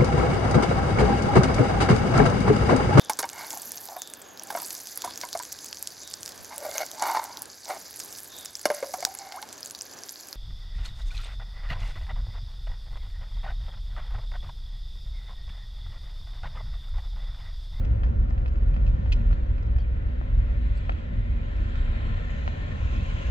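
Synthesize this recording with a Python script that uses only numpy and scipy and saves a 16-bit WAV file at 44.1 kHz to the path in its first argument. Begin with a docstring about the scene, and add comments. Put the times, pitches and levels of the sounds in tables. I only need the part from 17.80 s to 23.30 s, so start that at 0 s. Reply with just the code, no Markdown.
"""A small car rolls slowly over a stony lot, heard by a two-port microphone on the dashboard.
Bumps make three cabin resonances boom as wandering sines, and the tyres rumble through the body as shaped noise.
Stones knock and tick under the floor as cracks, rings and noisy tails; small stones and grit clink as short rings.
A faint hum glides as thin tones, and a hiss from the left, also shaped noise, grows towards the end."""
import sys
import numpy as np
from scipy import signal
from scipy.fft import rfft, irfft
from scipy.io import wavfile
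from scipy.ndimage import uniform_filter1d

SR = 44100
rng = np.random.default_rng(int(sys.argv[2]) if len(sys.argv) > 2 else 0)


def to_wav(sig):
    """Store sig (one row per channel, or 1-D mono) as 16-bit WAV at the path in sys.argv[1].

    Samples outside -1..1 are clipped; the rate is SR.
    """
    pcm = np.clip(np.atleast_2d(sig), -1, 1) * 32767
    pcm = np.round(pcm).astype(np.int16)
    wavfile.write(sys.argv[1], SR, pcm.T)  # frames by channels


def voltage_ratio(level):
    """Linear amplitude factor for a level in decibels (scalar or array-like)."""
    return 10 ** (np.asarray(level, float) / 20)


N = 242726
TIME = np.arange(N) / SR


def evened(x):
    """Scales a signal to rms 1."""
    return x / np.sqrt(np.mean(x ** 2) + 1e-20)


def slow_random(count, span):
    """A random curve of rms 1, smoothed twice over span points."""
    once = uniform_filter1d(rng.standard_normal(count), span)
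    return evened(uniform_filter1d(once, span))


def sides(pan_db):
    """Gains of the left and right port for a left-right difference in dB."""
    return voltage_ratio(np.array([[pan_db / 2], [-pan_db / 2]]))


def read(points, hz):
    """Reads a table over frequency at the frequencies hz."""
    f, value = np.transpose(points)
    return np.interp(np.log(hz + 1), np.log(f + 1), value)


def curves(rows, t):
    """Reads each column of a table over time at the times t."""
    s, *columns = np.transpose(rows)
    return [np.interp(t, s, column) for column in columns]


def modes(table, hz, order):
    """Strength over frequency of a set of resonances."""
    return np.sqrt(sum(voltage_ratio(db) ** 2 / (1 + (2 * (hz - f) / width) ** 2) ** order for f, width, db in table))


def rise(t, rise_s):
    """A soft start from 0 to 1."""
    return 1 - np.exp(-(t / rise_s) ** 2)


# peaks and dips of the cabin at each port: f/Hz, width/Hz, left level/dB, right level/dB
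CABIN = [(79, 38, 0, 6), (221.8, 43, 6.5, 1.5), (338, 130, 4, 1), (1220, 150, -2, -4.5),
         (570.3, 130, 7, 7.5), (735, 45, 2.5, -4), (1010, 38, 6.5, 4), (1387, 280, 3, 5.5),
         (1800, 65, 5, 0), (1880, 670, 3, -0.5), (2410, 140, -5, 4), (2770, 110, -2.5, -3),
         (3220, 140, 4, -2), (4580, 310, 1.5, 1), (6700, 1500, 5, 2.5)]


def ports(hz, same, lead, balance):
    """Likeness, phase turn and gains of the two ports; the cabin colours each in its own way."""
    likeness = np.clip(read(same, hz), 0, 1)
    turn = np.exp(-1j * np.interp(hz, *np.transpose(lead)))
    left, right = voltage_ratio(read(balance, hz) / 2), voltage_ratio(-read(balance, hz) / 2)
    # what is left when the ports are summed
    mean = np.sqrt(left ** 2 + right ** 2 + 2 * likeness * turn.real) / 2
    peaks = np.array([np.exp(-(2 * (hz - f) / width) ** 2) for f, width, *_ in CABIN])
    left_db, right_db = np.transpose(CABIN)[2:] @ peaks
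    left, right = left * voltage_ratio(left_db) / mean, right * voltage_ratio(right_db) / mean
    return likeness[:, None], turn[:, None], left[:, None], right[:, None]


def noise(shape_db, pair, patchy_db, flicker_db, size):
    """Stereo noise from random short-time spectra, with patches and a flicker shared by all pitches."""
    hop = size // 4
    hz, t = np.fft.rfftfreq(size, 1 / SR), np.arange(N // hop + 5) * hop / SR
    a, b, c, d, patches = rng.standard_normal((len(t), len(hz), 5)).T
    patches = uniform_filter1d(patches, size=size // 200, axis=0)
    patches = evened(uniform_filter1d(patches, size=32768 // size, axis=1))
    flicker = evened(uniform_filter1d(rng.standard_normal(len(t)), size=4))
    same, turn, left, right = ports(hz, *pair)
    shared, separate = a + 1j * b, c + 1j * d
    z = np.array([left * shared, right * turn * (same * shared + np.sqrt(1 - same ** 2) * separate)])
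    z *= voltage_ratio(shape_db(hz[:, None], t) + patchy_db * patches + flicker_db * flicker)
    return signal.istft(z, nperseg=size, noverlap=size - hop)[1][:, :N]


def tone(hz, db, wander_hz, smooth_s):
    """A sine whose frequency wanders at random about the curve hz."""
    drift = slow_random(N, int(smooth_s * SR))
    turns = np.cumsum(hz + wander_hz * drift) / SR + rng.random()
    return np.sqrt(2) * voltage_ratio(db) * np.sin(2 * np.pi * turns)


# two faint gliding hums: t/s, f/Hz, level/dB
HUM_FALLING = [(2.25, 250.5, -46), (2.6, 246.5, -59), (2.9, 239.8, -52), (3.5, 229.8, -47),
               (4.0, 223.4, -54.5), (4.45, 222.4, -49)]
HUM_LEVEL = [(3.601, 248.7, -55.5), (4.303, 240.8, -52.5), (5.001, 246.9, -53), (5.5, 244.6, -55.5)]


def hums():
    """Two thin gliding tones that fade in and out."""
    out = 0
    for rows in (HUM_FALLING, HUM_LEVEL):
        on = np.clip(np.minimum(TIME - rows[0][0], rows[-1][0] - TIME) / 0.034, 0, 1)
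        out = out + on * tone(*curves(rows, TIME), wander_hz=0.38, smooth_s=0.035)
    return out


# the hiss, before tilt and lifts change its strength:
# t/s, level/dB, brightness/dB per octave, lift near 6.4 kHz/dB
HISS = [(0.0, -58.5, -5.5, 2.5), (0.61, -61.5, -5.5, 0.5), (1.39, -56.5, 0, 1), (1.98, -57.5, -4, -3),
        (3.02, -52.5, 0, -3), (3.3, -54, -1, -2.5), (3.57, -53, -1, -3), (3.85, -51.5, .5, -2.5),
        (3.97, -48.5, 1, -8), (4.24, -47, -1, -4.5), (4.55, -47.5, -0.5, 4), (4.85, -47, -0.5, 1),
        (5.1, -46.5, 0, 6), (5.3, -47, 1.5, 3), (5.5, -43.5, 0, 7)]
# basic colour of the hiss: f/Hz, level per Hz/dB
HISS_COLOUR = [(240, -31.5), (450, -4.5), (900, -12), (1800, -12), (2600, -9.5), (4100, -17), (4600, -27),
               (6500, -33.5), (7600, -33.5), (8700, -46), (11300, -60.5), (19200, -120)]
# a band of the hiss that stands out and moves: t/s, centre f/Hz, half width/octaves, lift/dB
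HISS_BAND = [(3.6, 1900, 0.2, 3), (4.0, 1510, 0.18, 3), (4.25, 1800, 0.095, 4), (4.5, 1800, 0.085, 6.5),
             (4.7, 1835, 0.079, 3.5), (4.96, 1780, 0.043, 8.5), (5.0, 2503, 0.067, 2), (5.2, 2640, .08, 7),
             (5.35, 2920, 0.14, 3.5), (5.5, 2850, 0.28, 2.5)]
# bands that stand out (or sink) more as the hiss swells: f/Hz, half width/Hz, lift/dB per dB of swell
HISS_SWELL_BANDS = [(1046, 39, .5), (5000, 79, 0.5), (5400, 550, -0.27)]
# how alike the two ports hear the hiss: f/Hz, likeness/0-1
HISS_SAME = [(500, 1), (1500, 0.49), (2500, 0.69), (3500, 0.24), (4500, 0.19), (6000, 0.4), (8000, 0.33)]
# how far the left port leads: f/Hz, phase/radians
HISS_LEAD = [(0, 0.89), (500, 1.97), (1300, 2.6), (2000, 2.76), (2500, 4.65), (3600, 5.16), (4500, 6.8),
             (5500, 9.9), (6500, 11.2), (7500, 12.2), (8500, 13)]
# left-right difference, before the cabin colours it: f/Hz, level/dB
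HISS_BALANCE = [(60, -5.5), (160, 6), (430, 13.5), (1150, 0), (3090, 0.5), (8270, 4.5)]
HISS_QUIET_DB = -61  # swell is counted from this level


def hiss():
    """Wide noise that swells and changes brightness; the left port leads in phase."""
    def shape(hz, t):
        """Colour, tilt, top and the bands, in dB."""
        centre_hz, octaves, lift_db = curves(HISS_BAND, t)
        moving_db = lift_db * np.exp(-(np.log2(hz / centre_hz + 1e-3) / octaves) ** 2)
        level_db, tilt_db, top_db = curves(HISS, t)
        bands = sum(share * np.exp(-((hz - f) / width) ** 2) for f, width, share in HISS_SWELL_BANDS)
        swell_db = bands * np.maximum(level_db - HISS_QUIET_DB, 0)
        tilted_db = read(HISS_COLOUR, hz) + tilt_db * np.log2(hz / 2000 + 0.087)
        return tilted_db + top_db * np.exp(-((hz - 6400) / 800) ** 2) + moving_db + swell_db
    x = noise(shape, (HISS_SAME, HISS_LEAD, HISS_BALANCE), patchy_db=1.3, flicker_db=0.77, size=1024)
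    return x / np.std(x.mean(0)) * voltage_ratio(curves(HISS, TIME)[0])


# short clinks, low to high: small stones and grit ringing on the bodywork:
# t/s, f/Hz, level before rise, fade and scrape/dB
CLINKS = [(0.232, 3140, -53.5), (0.238, 1770, -48), (0.58, 6300, -78), (1.529, 4200, -57),
          (0.734, 7040, -70), (1.98, 3220, -57), (1.995, 3220, -52.5), (2.018, 3140, -56),
          (2.002, 4550, -56.5), (2.955, 7200, -69), (2.971, 4490, -53.5), (2.973, 7760, -61.5),
          (3.121, 6700, -69), (3.949, 1347, -45), (3.976, 1504, -48), (3.891, 6850, -71),
          (3.968, 6700, -65), (4.049, 7100, -67), (4.504, 6950, -61)]
# random grit: level against the hiss, spread per e-fold of chance, lowest pitch, range, dB per octave up
GRIT_DB, GRIT_SPREAD_DB, GRIT_LOW_HZ, GRIT_OCTAVES, GRIT_TILT_DB = -16.5, 4.5, 595.6, 3.4, -4.5
# scrape: noisy share that widens the ring
CLINK_RISE_S, CLINK_T60_S, CLINK_SCRAPE = 0.00053, 0.066, 0.59


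def clinks():
    """Short single rings: the clear ones from the table, and a spray of grit that follows the hiss."""
    at, size, pitch, pan = rng.random((900, 4)).T
    s, octaves = at * TIME[-1], GRIT_OCTAVES * pitch
    spread_db = -GRIT_SPREAD_DB * np.log(size + 0.0068)
    db = curves(HISS, s)[0] + GRIT_DB + spread_db + GRIT_TILT_DB * octaves
    grit = zip(s, GRIT_LOW_HZ * 2 ** octaves, db, 10 * pan - 3)
    t, out = np.arange(2048) / SR, np.zeros((2, N + 2048))
    fade = (1 - np.exp(-t / CLINK_RISE_S)) * voltage_ratio(-60 * t / CLINK_T60_S)
    for s, hz, db, pan_db in [(*row, 1.5) for row in CLINKS] + list(grit):
        scrape = slow_random(2048, int(2.5 * SR / hz))
        ring = voltage_ratio(db) * fade * (1 + CLINK_SCRAPE * scrape) * np.sin(2 * np.pi * hz * t)
        out[:, round(s * SR):][:, :2048] += ring * sides(pan_db)
    return out[:, :N]


# resonances that colour the knock, tick and ping of a stone: f/Hz, width/Hz, level/dB
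KNOCK = [(730, 960, -0.5), (1200, 690, 0.5), (1650, 1900, -3)]
TICK = [(2060, 370, -9.5), (2555, 190, 6.5), (3003, 770, 0.5), (3780, 2100, -7.5)]
PING = [(4260, 850, -3), (5070, 470, 4.5), (5850, 1500, -5.5), (7530, 1000, -13)]
# how alike the two ports hear stones and tyres: f/Hz, likeness/0-1
ROAD_SAME = [(30, .99), (70, .995), (150, .95), (220, .8), (330, 0.1), (700, 0.99), (1200, 0.74),
             (2000, .5), (3000, 0.8), (6000, 1.0)]
# how far the left port leads: f/Hz, phase/radians
ROAD_LEAD = [(80, 0.25), (260, 0.18), (520, 3), (1900, 3.92), (3400, 4.64)]
# left-right difference, before the cabin colours it: f/Hz, level/dB
ROAD_BALANCE = [(60, 1.5), (160, 4), (430, -0.5), (1150, -0.5), (3090, -3.5), (8270, -3.5)]
HARD_DB, SOFTEN_DB = -26, 24.5  # hardest blow; one this much weaker touches twice as long
SHORTEN = 0.7  # weak blows die sooner
DETUNE = 0.08  # weak blows land elsewhere on the panel and shift its modes
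BOUNCE_DB, BOUNCE_S = -5, 0.04  # small stones skitter on: limit of strength, longest delay
FADE_BEND = 1.27  # above 1 the tail holds, then drops
RING_DB, RING_T60_S, TAIL_DB = -2.5, 0.023, -2.5  # the upper modes ring over the noisy tail
# the crack is a touch and a firmer second touch
CRACK_DB, TICK_CRACK_DB, RETOUCH_S, RETOUCH = 7, -9, 0.0016, 1.3


def blow(knock_db, tick_db, ping_db, t60_s, pan_db):
    """One stone: a crack in the lower panel modes, a ring in the upper and a noisy tail; weak ones skitter."""
    hz, t = np.fft.rfftfreq(4096, 1 / SR), np.arange(4096) / SR
    soft = 2 ** np.clip((HARD_DB - max(knock_db, tick_db, ping_db)) / SOFTEN_DB, 0, 3)
    same, turn, left, right = (v[:, 0] for v in ports(hz, ROAD_SAME, ROAD_LEAD, ROAD_BALANCE))
    both = np.array([left, right * turn])
    z = rfft(rng.standard_normal((2, 4096)))
    z = both * np.array([z[0], same * z[0] + np.sqrt(1 - same ** 2) * z[1]])

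    def fade(u, rise_s):
        """Soft start and bent decay."""
        return rise(u, rise_s * soft) * voltage_ratio(-60 * (u * soft ** SHORTEN / t60_s) ** FADE_BEND)

    # resonances, level/dB, rise/s: the highs build up last
    parts = (KNOCK, knock_db, 0.0009), (TICK, tick_db, 0.0012), (PING, ping_db, 0.0025)
    hops = np.maximum(t - BOUNCE_S * rng.uniform(0.41, 1, (2, 1)), 0)  # two later touches
    bounce = (1 - 1 / soft) * voltage_ratio(BOUNCE_DB)
    shift = 1 + DETUNE * (soft - 1) * rng.uniform(-0.79, 1)
    tail, ring = 0, 0
    for table, db, rise_s in parts:
        grain = evened(irfft(z * modes(table, hz, order=2)))
        tail = tail + voltage_ratio(db) * grain * (fade(t, rise_s) + bounce * fade(3 * hops, rise_s).sum(0))
    for table, db, rise_s in parts[1:]:
        for f, _, mode_db in table:
            ring = ring + voltage_ratio(db + mode_db) * np.sin(2 * np.pi * f * shift * t) * rise(t, rise_s * soft)
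    ring = ring * voltage_ratio(RING_DB - 60 * t / RING_T60_S)
    tail = voltage_ratio(TAIL_DB) * tail + irfft(both * rfft(ring))

    colour = modes(KNOCK, hz, order=1) + voltage_ratio(tick_db - knock_db - 1.5) * modes(TICK, hz, order=2)
    # the crack peaks just after the touch, and is dull
    touches = np.exp(-2j * np.pi * hz * 0.0010) * (1 + RETOUCH * np.exp(-2j * np.pi * hz * RETOUCH_S))
    dull = 1 / (1 + (hz / 3500) ** 6)
    crack = irfft(both * colour * touches * dull) * rise(t, 0.0012) * np.exp(-(t / 0.0037) ** 2)
    crack_db = max(knock_db, tick_db + TICK_CRACK_DB) + CRACK_DB
    crack *= voltage_ratio(crack_db) / soft ** 1.3 / abs(crack.mean(0)).max()
    return (tail + crack) * sides(pan_db)


# stones on the floor pan, levels before each part is shaped:
# t/s, knock level/dB, tick level/dB, ping level/dB, added left-right level/dB
STONES = [(0.046, -45, -48, -53, 5), (0.233, -40.5, -49, -61, 3.5), (0.243, -44, -60, -58, 2.5),
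          (0.262, -46, -63, -63, 4), (0.422, -56, -74, -86, 7), (0.498, -54, -59, -53, -0.5),
          (0.507, -45, -64, -70, 5), (0.577, -45, -49.5, -76, 3.5), (0.6584, -41, -48, -70.5, 0),
          (0.678, -44, -52, -56.5, 2), (0.94, -44, -54.5, -64, -2.5), (0.963, -41, -52, -68, 2),
          (1.063, -53, -44.5, -64, 5.5), (1.075, -48, -53, -58.5, -7), (1.258, -48.5, -65.5, -72, 10.5),
          (1.319, -57, -35, -42, 1.5), (1.3235, -65, -30.5, -43, 3), (1.509, -45.5, -75, -67, -9.5),
          (1.528, -41, -55, -59, 1), (1.826, -47, -57, -56, 1), (1.962, -44, -65, -68, -2.5),
          (1.983, -44.5, -59, -54, 4.5), (2.412, -44, -65, -80, 5.5), (3.0934, -32, -46.5, -73, 1.5),
          (3.118, -43.5, -46, -72, 6.5), (3.954, -40.5, -48, -65, 1), (4.378, -40.5, -59, -69, 1.5),
          (4.676, -34.5, -45, -60, 2), (5.159, -42.5, -55, -55, 0)]
STONE_T60_S = 0.052  # for the hardest blow
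SCATTER_CAP = 0.09  # keeps the scattered stones small


def stones():
    """Stones struck on the floor: the loud ones from the table, and a random scatter of small ones."""
    out = np.zeros((2, N + 4096))
    for s, knock_db, tick_db, ping_db, pan_db in STONES:
        out[:, round(s * SR):][:, :4096] += blow(knock_db, tick_db, ping_db, STONE_T60_S, pan_db)
    for at, size, bright, pan in rng.random((70, 4)):
        db = -62 - 7.3 * np.log(size + SCATTER_CAP)
        small = blow(db, db - 3.0 - 12 * bright, db - 7.5 - 14 * bright, 0.033, 6 * pan - 3)
        out[:, int(at * N):][:, :4096] += small
    return out[:, :N]


# tyre load on the rough ground, before thuds, sway and bumps: t/s, rumble level/dB, boom level/dB
ROLL = [(0.0, -31.5, -32), (0.4, -32.5, -27.5), (0.9, -32, -29.5), (1.35, -32, -29.5), (1.94, -35, -32.5),
        (2.4, -34, -31), (2.9, -35.5, -30.5), (3.3, -35.5, -33.5), (3.68, -34.5, -40), (3.9, -34.5, -32),
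        (4.45, -35.5, -32.5), (4.85, -33.5, -40.5), (5.2, -35, -34.5), (5.5, -33, -39.5)]
# colour of the rumble: f/Hz, level per Hz/dB
RUMBLE_COLOUR = [(12, -31.5), (20, -7), (33, 0), (47, -12), (71, -2.5), (116, -10), (161, -17.5),
                 (230, -23.5), (382, -34), (518, -36), (686, -50), (1110, -47), (1760, -50), (3150, -57.5),
                 (7490, -78.5), (8720, -88.5), (11300, -123)]
# dull thuds, brief swells of the rumble: t/s, lift/dB
THUDS = [(0.07, 3), (0.449, 2), (1.191, 4), (1.419, 5.5), (2.869, 6.5), (3.351, 5.5), (4.301, 7.5),
         (5.181, 7)]
THUD_S, THUD_HZ, THUD_OCTAVES = 0.046, 196, 0.8  # half length, centre, half width


def rumble():
    """Tyres on loose ground, carried in by the body: low noise with dull thuds."""
    def shape(hz, t):
        """Colour and thuds, in dB."""
        thuds_db = sum(db * np.exp(-((t - s) / THUD_S) ** 2) for s, db in THUDS)
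        thud_band = np.exp(-(np.log2((hz + 1) / THUD_HZ) / THUD_OCTAVES) ** 2)
        return read(RUMBLE_COLOUR, hz) + thuds_db * thud_band
    x = noise(shape, (ROAD_SAME, ROAD_LEAD, ROAD_BALANCE), patchy_db=1.0, flicker_db=0.7, size=4096)
    # the level is set by the band from 78 to 400 Hz
    band = signal.sosfilt(signal.butter(4, (78, 400), "bandpass", fs=SR, output="sos"), x.mean(0))
    return x / np.std(band) * voltage_ratio(curves(ROLL, TIME)[0])


# the three lowest cabin resonances: level above the rolling boom/dB, left-right level/dB
BOOM = [(1, -0.5), (0.5, -0.1), (-13.5, 1.5)]
# pitch of each boom: low and middle wander, the top one is near 104 Hz, then mostly near 88 Hz from 3.8 s
# and higher again at the end: t/s, low f/Hz, middle f/Hz, top f/Hz
BOOM_PITCH = [(0.301, 39.37, 59.55, 104), (0.62, 42.1, 65.75, 104.9), (0.859, 41, 57.05, 103.2),
              (1.638, 42.4, 59.66, 103.2), (2.33, 43.17, 61.98, 106), (2.6, 41.38, 59.65, 103.5),
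              (3.2, 42.16, 55.4, 99.8), (3.45, 41.64, 59.8, 105.7), (3.799, 39, 57.58, 87.2),
              (4.0, 31.7, 61.56, 88.2), (4.25, 33, 56.76, 90.33), (4.421, 41.38, 61.85, 95),
              (5.1, 45.13, 59.97, 100)]
# the wheels hit a bump: t/s, length/s, low level/dB, middle level/dB, top level/dB
BUMPS = [(0.121, 0.08, -28, -19.5, -27.5), (0.409, 0.08, -22.5, -29.5, -28.5), (0.63, 0.058, -31, -44, -29),
         (0.87, 0.25, -21, -31.5, -36.5), (1.08, 0.16, -20, -22, -31.5), (1.503, 0.12, -17, -28, -32),
         (1.718, 0.08, -23.5, -24, -33.5), (1.951, 0.16, -26, -21, -46), (2.26, 0.039, -32, -20, -55),
         (2.579, 0.13, -20, -21, -35), (2.93, 0.16, -36.5, -29, -38), (3.4, 0.11, -24, -46, -31.5),
         (3.56, 0.13, -26.5, -27, -45), (3.8, 0.15, -27, -31.5, -30), (4.02, 0.049, -23, -32, -45),
         (4.34, 0.068, -27.5, -39.5, -31), (4.619, 0.12, -50, -31, -50.5), (5.049, 0.091, -41, -25, -30.5),
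         (5.149, 0.077, -27, -29, -33.5), (5.48, 0.064, -47, -22.5, -42)]
BOOM_SWAY_DB, BOOM_SWAY_S = 3.2, 0.07  # small unevenness: each resonance swells and fades at random
BOOM_LEAD_S = 0.0009  # the left port hears the boom a little earlier


def boom():
    """Three cabin resonances, shaken all the time by the ground and harder by each bump."""
    s, length, *bump_db = np.transpose(BUMPS)
    t, span, out = TIME[::64], int(BOOM_SWAY_S * SR / 64), 0
    swell = np.exp(-(2 * (t[:, None] - s) / length) ** 2)
    for hz, (lift_db, pan_db), peak_db in zip(curves(BOOM_PITCH, TIME), BOOM, bump_db):
        rolling_db = curves(ROLL, t)[1] + lift_db + BOOM_SWAY_DB * slow_random(len(t), span)
        power = voltage_ratio(rolling_db) ** 2 + swell ** 2 @ voltage_ratio(peak_db) ** 2
        level_db = np.interp(TIME, t, 10 * np.log10(power))
        out = out + tone(hz, level_db, wander_hz=1.514, smooth_s=0.048) * sides(pan_db)
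    return np.array([out[0], np.interp(TIME - BOOM_LEAD_S, TIME, out[1])])


def scene():
    """Everything in the cabin, with soft ends."""
    ends = np.clip(np.minimum(TIME, TIME[::-1]) / 0.004, 0, 1)
    return ends * (hums() + hiss() + clinks() + stones() + rumble() + boom())


def low_pass(x):
    """Removes everything above the highest recorded frequency."""
    return signal.sosfilt(signal.butter(12, 16000, fs=SR, output="sos"), x)


def record(dry):
    """Takes the finished mix to its final form."""
    return low_pass(dry)


dry = scene()
out = record(dry)
to_wav(out)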